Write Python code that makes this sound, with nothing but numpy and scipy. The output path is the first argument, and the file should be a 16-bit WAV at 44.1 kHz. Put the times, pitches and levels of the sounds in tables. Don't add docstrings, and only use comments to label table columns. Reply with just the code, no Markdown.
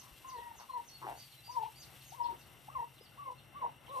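import sys
import numpy as np
from scipy import signal
from scipy.fft import rfft, irfft
from scipy.io import wavfile

SR = 44100
rng = np.random.default_rng(int(sys.argv[2]) if len(sys.argv) > 2 else 0)


def wav_out(sig):
    wavfile.write(sys.argv[1], SR, np.round(np.clip(np.atleast_2d(sig).T, -1, 1) * 32767).astype(np.int16))


N = 176400


def undb(db):
    return 10 ** (np.asarray(db) / 20)


def unit(x):
    return x / np.sqrt(np.mean(x ** 2) + 1e-24)


def clock():
    return np.arange(N) / SR


def bins():
    return np.arange(N // 2 + 1) * SR / N + 1e-3


def noise():
    return rng.standard_normal(N)


def resonate(x, hz, width):
    f = bins()
    return irfft(rfft(x) / (1 + 1j * (f * f - hz * hz) / (f * width)), N)


def wander(hz):
    return unit(irfft(rfft(noise()) * np.exp(-(bins() / hz) ** 2), N))


def coloured(points):
    hz, db = np.array(points).T
    f = bins()
    skirt = np.minimum(f / hz[0], 1) ** 4 * np.minimum(hz[-1] / f, 1) ** 8
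    gain = undb(np.interp(np.log(f), np.log(hz), db))
    return unit(irfft(rfft(noise()) * gain * skirt, N))


def pan(x, db):
    gains = undb(np.array([[db], [-db]]) / 2)
    return x * gains / gains.mean()


def ports(x, db, lag):
    left, right = pan(x, db)
    return np.array([np.interp(clock() - lag, clock(), left), right])


def wide(points, side):
    return coloured(points) + side * coloured(points) * np.array([[1], [-1]])


def progress(start, length):
    return np.clip((clock() - start) / length, 0, 1)


def swell(u):
    return np.sqrt(np.abs(np.sin(np.pi * u)))


def burst(at, length):
    return np.exp(-2 * ((clock() - at) / length) ** 2)


def narrow_bands(rows):
    total = 0
    for hz, width, db in rows:
        band = resonate(resonate(noise(), hz, 2 * width), hz, 2 * width)
        total = total + undb(db) * unit(band)
    return total


def room(x):
    t60_s, top_hz = 0.22, 5340
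    t = np.arange(SR // 2) / SR
    decay = undb(-60 * t / t60_s) * (t > .006)
    tails = rng.standard_normal((2, len(t))) * decay
    dulling = signal.butter(1, min(top_hz, SR / 3), fs=SR, output="sos")
    tails = signal.sosfilt(dulling, tails)
    return np.array([signal.fftconvolve(x, tail / np.linalg.norm(tail))[:N] for tail in tails])


def shed_and_hum():
    # (frequency [Hz], relative density [dB])
    shed_spectrum = [(24, -54), (36, -18), (54, -1.5), (95, -2), (129, -2.5), (191, -6.5), (349, -7.5),
                     (405, -12), (518, -9.5), (700, -10), (798, -6), (911, -11), (1380, -10.5), (1700, -16),
                     (2120, -11.5), (2380, -24.5), (2770, -9.5), (3280, -24.5), (3600, -16.5), (4680, -36),
                     (7920, -120)]
    # (centre [Hz], half the width of each of two resonances [Hz], relative level [dB])
    hum_bands = [(128.7, 1.05, -72.5), (110.7, 3.4, -75.5), (148.2, 7.3, -77), (134.15, 1.75, -72.5)]
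    # (time [s], added level [dB])
    hum_course = [(0, -1.5), (.7, -19), (1.0, 4), (2.2, 1.5), (3.3, 4), (4, 1)]
    # (centre [Hz], half the width of each of two resonances [Hz], level [dB])
    whistling_bands = [(2071, 8.2, -83), (2712, 7, -74), (2900, 166, -75)]
    shed_db, flutter_db, flutter_hz, side, pan_db = -63, 2, 4.9, 0.51, 4
    shed = wide(shed_spectrum, side) * undb(shed_db + flutter_db * wander(flutter_hz))
    hum = narrow_bands(hum_bands) * undb(np.interp(clock(), *np.array(hum_course).T))
    return pan(shed + hum + narrow_bands(whistling_bands), pan_db)


def whine_tone(hz):
    waver_rad, waver_hz = 0.69, 40
    phase = 2 * np.pi * hz * clock() + waver_rad * wander(waver_hz)
    return np.sqrt(2) * np.sin(phase)


def electronics():
    # (frequency [Hz], relative density [dB])
    hiss_spectrum = [(1760, -8), (3000, -1), (3200, -1), (5150, -9), (5600, -6.5), (6630, -11.5),
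                     (8550, -6), (10300, -9), (12700, -6), (14200, -7)]
    # (time [s], relative level [dB])
    hiss_course = [(0.0, -65.5), (0.76, -69), (1.24, -64), (1.41, -67.5), (2.15, -63.5), (2.22, -70),
                   (2.39, -67.5), (3.82, -76), (3.97, -66), (4.0, -68)]
    # (frequency [Hz], relative level [dB])
    thin_tones = [(5685, -80), (8401, -80.5), (8856, -87), (11098, -83), (11158, -83), (12110, -88),
                  (13143, -86)]
    hiss_db, side, pan_db = 2, 0.33, 4
    whine_hz, whine_db, pulse_hz, pulse_at_s = 12447, -5, 24.8, 1.063
    tone_follow = .4

    hiss = wide(hiss_spectrum, side) * undb(hiss_db + 1.4 * wander(37) + 1.5 * wander(910))
    gate = np.clip(.5 + 2 * np.cos(2 * np.pi * pulse_hz * (clock() - pulse_at_s)), 0, 1)
    whine = undb(whine_db) * gate * whine_tone(whine_hz)
    course_db = np.interp(clock(), *np.array(hiss_course).T)
    tones = sum(undb(db) * whine_tone(hz) for hz, db in thin_tones)
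    tones = tones * undb(tone_follow * (course_db - course_db.mean()))
    return pan((hiss + whine) * undb(course_db) + tones, pan_db)


def scuffs():
    # (start [s], length [s], centre [Hz], width of each of two resonances [Hz], relative level [dB])
    steps = [(0.108, 0.038, 49.5, 30, -61), (0.376, 0.037, 52, 30, -61), (1.018, 0.12, 363, 248, -56.5),
             (1.194, 0.069, 2830, 1200, -67.5), (1.618, 0.061, 2900, 1810, -60.5),
             (2.271, 0.096, 360, 258, -61), (2.747, 0.05, 75, 40, -62.5), (3.003, .018, 480, 400, -59),
             (2.947, 0.11, 3850, 912, -78), (3.92, 0.084, 9300, 3000, -67)]
    out = np.zeros(N)
    grain = noise() * undb(wander(120))
    for start, length, hz, width, db in steps:
        brush = unit(resonate(resonate(grain, hz, width), hz, width))
        out += undb(db) * swell(progress(start, length)) * brush
    return pan(out, 5.2)


def sing(hz):
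    return np.sqrt(2) * np.sin(2 * np.pi * np.cumsum(hz) / SR)


def peeps():
    # (knee time [s], slide length [s], start pitch [Hz], knee pitch [Hz], plunge length [s],
    #  relative level [dB])
    falling_peeps = [(0.005, 0.042, 7030, 6200, .016, -58), (0.291, 0.029, 7300, 6200, 0.025, -57),
                     (0.59, 0.051, 7250, 6150, 0.025, -60.5), (0.887, 0.054, 7160, 6100, 0.026, -61.5),
                     (1.192, .05, 7130, 6200, .028, -59.5), (1.516, 0.041, 7200, 6200, 0.036, -61),
                     (1.816, .05, 7070, 6200, 0.034, -58.5), (2.102, 0.1, 7230, 6300, 0.021, -60),
                     (2.404, 0.04, 6900, 6100, .03, -68), (0.373, 0.06, 4650, 4150, 0.056, -66.5),
                     (1.326, 0.029, 4710, 4250, 0.013, -60), (2.018, .02, 4740, 4200, 0.02, -62.5),
                     (2.239, 0.02, 6000, 5000, 0.011, -58.5), (2.255, 0.0187, 4650, 4200, 0.0116, -58),
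                     (2.982, 0.034, 4390, 3900, 0.023, -66.5), (3.061, 0.024, 5000, 4500, 0.023, -65.5),
                     (3.235, .02, 4180, 3800, 0.023, -74), (3.391, 0.024, 4550, 4100, 0.017, -65.5),
                     (3.872, 0.019, 3750, 3050, 0.0065, -58), (3.91, 0.026, 4400, 3400, 0.0072, -61)]
    plunge_share, plunge_fade_db, swell_power = .55, -5, 1.54
    slide_quaver, plunge_quaver, quaver_hz = .011, .05, 650
    out, quaver = np.zeros(N), wander(quaver_hz)
    for knee, slide_s, start_hz, knee_hz, plunge_s, db in falling_peeps:
        slide = progress(knee - slide_s, slide_s)
        plunge = progress(knee, plunge_s)
        hz = (start_hz + (knee_hz - start_hz) * slide) * plunge_share ** plunge
        hz = hz * (1 + (slide_quaver * slide + plunge_quaver * plunge) * quaver)
        envelope = slide ** swell_power * (1 - plunge ** 6)
        out += undb(db + plunge_fade_db * plunge) * envelope * sing(hz)
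    return out


def whistles():
    # (start [s], length [s], top pitch before waver [Hz], sag at the ends [Hz], relative level [dB])
    arches = [(0.678, 0.098, 4200, 205, -67.5), (0.885, 0.11, 4413, 220, -59.5),
              (1.152, .105, 4710, 519, -59), (1.427, 0.085, 4760, 400, -58.5),
              (1.742, 0.1, 4750, 521, -59.5), (2.999, 0.047, 5120, 657, -65.5),
              (1.36, 0.059, 4040, 297, -66), (3.32, 0.021, 3980, 700, -71), (3.935, .035, 4100, 600, -69.5)]
    out, waver = np.zeros(N), 1 + 0.005 * wander(330)
    for start, length, hz, sag_hz, db in arches:
        u = progress(start, length)
        pitch_hz = (hz - sag_hz * (2 * u - 1) ** 2) * waver
        out += undb(db) * np.sin(np.pi * u) * sing(pitch_hz)
    return out


def chicks():
    flutter_db, flutter_hz = 2.13, 74
    return (peeps() + whistles()) * undb(flutter_db * wander(flutter_hz))


def clucks():
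    # (start [s], length [s], throat resonance [Hz], relative level [dB])
    cluck_events = [(0.012, 0.14, 1070, -63.5), (0.588, 0.081, 1030, -56), (0.6, 0.028, 930, -53.5),
                    (1.017, 0.056, 1037, -44.5), (1.061, 0.069, 834, -42), (1.114, 0.075, 800, -50.5)]
    pulse_hz, throat_width_hz, beak_db, air = 115, 220, -15, .55
    cycles = np.cumsum(pulse_hz * (1 + .35 * wander(120))) / SR
    clicks = np.diff(np.floor(cycles), prepend=0)
    source = unit(clicks * undb(0.77 * wander(120))) + air * noise()
    beak = unit(resonate(resonate(source, 1380, 720), 1270, 1200))
    out = np.zeros(N)
    for start, length, hz, db in cluck_events:
        throat = unit(resonate(resonate(source, hz, throat_width_hz), hz, 420))
        envelope = swell(progress(start, length) ** 0.48)
        out += undb(db) * envelope * (throat + undb(beak_db) * beak)
    return ports(out, db=3.5, lag=0.00017)


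def hens():
    # (time [s], whistle pitch before jitter [Hz], relative level [dB])
    hen_curves = [
        [(0.238, 1073, -80), (0.249, 1031, -46.5), (0.276, 1071, -52.5), (0.289, 1057, -45), (0.302, 1033, -48),
         (0.311, 1016, -55), (0.319, 1051, -47), (0.358, 983, -42), (0.376, 922, -51.0), (0.385, 930, -43),
         (0.406, 968, -47.5), (0.412, 956, -66), (0.422, 947, -46.5), (0.453, 965, -54.0), (0.474, 947, -45),
         (0.5, 936, -58), (0.517, 924, -43), (0.531, 900, -67), (0.559, 910, -51.5)],
        [(0.683, 1050, -72), (0.698, 1072, -42.5), (0.711, 1040, -41.5), (0.716, 1035, -60),
         (0.723, 1000, -49.0), (0.73, 1028, -58), (0.737, 1012, -40), (0.744, 977, -39.0), (0.757, 996, -38.5),
         (0.768, 979, -34.5), (0.782, 928, -39.5), (0.788, 905, -47.5), (0.802, 962, -36.5), (0.825, 940, -75)],
        [(1.478, 796, -47), (1.483, 800, -60), (1.488, 920, -53), (1.498, 958, -41), (1.515, 1006, -48.5),
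         (1.538, 1003, -53), (1.564, 1038, -39.0), (1.57, 971, -29.5), (1.584, 940, -31.5), (1.595, 884, -41),
         (1.599, 904, -34), (1.602, 870, -44.0), (1.621, 917, -34.5), (1.628, 843, -42), (1.637, 858, -31.5),
         (1.643, 860, -45), (1.663, 938, -38), (1.669, 1000, -48), (1.681, 845, -47), (1.69, 897, -55),
         (1.699, 930, -71)],
        [(2.112, 885, -77), (2.125, 735, -45.5), (2.132, 911, -54), (2.149, 951, -49), (2.159, 1139, -61),
         (2.196, 958, -48), (2.205, 956, -32.5), (2.213, 963, -31), (2.228, 949, -36.5), (2.233, 960, -47.5),
         (2.244, 947, -37.5), (2.264, 952, -31.5), (2.274, 955, -42.5), (2.279, 922, -54.5), (2.286, 963, -39),
         (2.3, 924, -38.0), (2.33, 954, -44.5), (2.332, 958, -63), (2.349, 920, -51), (2.359, 934, -58.0)],
        [(2.678, 873, -62), (2.687, 804, -41.5), (2.696, 1104, -60), (2.704, 1097, -44.5), (2.707, 1157, -64),
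         (2.743, 1276, -54.5), (2.746, 1235, -61), (2.755, 1084, -37.0), (2.775, 1005, -34), (2.781, 1034, -46),
         (2.785, 975, -37), (2.788, 914, -47), (2.791, 941, -39.0), (2.804, 956, -33.5), (2.809, 990, -43),
         (2.816, 938, -44), (2.823, 905, -40), (2.832, 950, -34), (2.837, 921, -45.5), (2.843, 975, -38),
         (2.86, 943, -69)],
        [(3.172, 856, -59.5), (3.183, 1100, -53.5), (3.199, 1152, -44.5), (3.213, 1124, -48), (3.23, 1150, -44),
         (3.25, 1096, -55), (3.263, 1070, -42), (3.269, 1070, -44.5), (3.29, 1047, -38.5), (3.295, 993, -50),
         (3.305, 991, -37.5), (3.315, 1050, -51), (3.322, 997, -41.5), (3.345, 990, -63)],
        [(3.535, 951, -70), (3.548, 1066, -54), (3.57, 1163, -44), (3.609, 1116, -56), (3.621, 1058, -37),
         (3.631, 966, -34), (3.633, 970, -45), (3.635, 968, -34), (3.651, 953, -30), (3.658, 957, -43),
         (3.662, 1025, -35), (3.664, 996, -29.5), (3.666, 960, -33), (3.668, 920, -47), (3.674, 992, -43),
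         (3.687, 870, -55), (3.7, 930, -46)],
        [(3.88, 895, -46), (3.888, 970, -65), (3.891, 1005, -50.5), (3.925, 1128, -46), (3.957, 1090, -39.5),
         (3.97, 1010, -35.5), (3.975, 1040, -33.5), (3.98, 1011, -37.5), (3.991, 1058, -35), (3.995, 1060, -44),
         (3.999, 1072, -50)],
    ]
    # (undertone relative level [dB], its peak time [s], its length [s],
    #  roughness at the end [0-1], left-right level difference [dB], lag of the left port [s])
    hen_voices = [(-55.5, 0.383, 0.043, 0.05, 3, 0.0002), (-65, 0.763, .08, 0.01, 4.9, .00022),
                  (-62, 1.612, 0.1, .05, 7, 0.00024), (-67.5, 2.23, 0.093, 0.1, 9, 0.00028),
                  (-63.5, 2.8, 0.11, 0.1, 3, 0.00023), (-60, 3.3, 0.065, .18, 2.5, 0.00023),
                  (-57, 3.65, 0.059, 0.28, 1.8, 0.00024), (-51.5, 3.985, 0.12, 0.21, 2.5, .00027)]
    # (peak time [s], length [s], relative level [dB])
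    hen_overtones = [(0.426, 0.15, -61.5), (0.767, 0.055, -66), (1.604, 0.13, -72), (2.24, 0.15, -73),
                     (2.79, 0.082, -64.5), (3.275, 0.042, -67), (3.623, 0.046, -65.5),
                     (3.976, 0.055, -66.5)]
    whistle_db, overtone_lag_s, overtone_rasp = -1, .0001, .4
    jitter_share, jitter_hz, rasp_hz = 0.00804, 174, 196
    rasp_pitch_share = 0.87
    edge_s = 0.0014

    t, out = clock(), np.zeros((2, N))
    jitter, rasp, scrape = wander(jitter_hz), wander(rasp_hz), wander(rasp_hz)
    for curve, voice, (over_s, over_length, over_db) in zip(hen_curves, hen_voices, hen_overtones):
        under_db, under_s, under_length, rough, pan_db, lag = voice
        s, hz, db = np.array(curve).T
        u = progress(s[0], s[-1] - s[0])
        pitch_hz = np.interp(t, s, hz) * (1 + jitter_share * jitter)
        phase = 2 * np.pi * np.cumsum(pitch_hz) / SR
        rasp_phase = rasp_pitch_share * phase
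        grit = rasp * np.sin(rasp_phase) + scrape * np.cos(rasp_phase)
        whistle = (np.sin(phase) + rough * u * grit) * undb(np.interp(t, s, db) + whistle_db)

        under_level = undb(under_db) * burst(under_s, under_length) * (1 + .5 * scrape)
        undertone = under_level * np.sin(phase / 2)
        over_level = undb(over_db) * burst(over_s, over_length) * (1 + overtone_rasp * rasp)
        overtone = over_level * np.sin(2 * phase)

        gate = np.sqrt(2) * np.clip(np.minimum(t - s[0], s[-1] - t) / edge_s, 0, 1)
        out += ports(gate * (whistle + undertone), pan_db, lag)
        out += ports(gate * overtone, pan_db, overtone_lag_s)
    return out


def scene():
    hen_echo_db, chick_echo_db, chick_pan_db, chick_lag_s = -17, -3, -4, .00004
    adults, young = hens() + clucks(), chicks()
    echo = room(undb(hen_echo_db) * adults.mean(0) + undb(chick_echo_db) * young)
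    background = shed_and_hum() + electronics()
    return background + scuffs() + echo + ports(young, chick_pan_db, chick_lag_s) + adults


def record(dry):
    top_hz = 14300
    return signal.sosfilt(signal.ellip(12, .2, 80, top_hz, fs=SR, output="sos"), dry)


dry = scene()
out = record(dry)
wav_out(out)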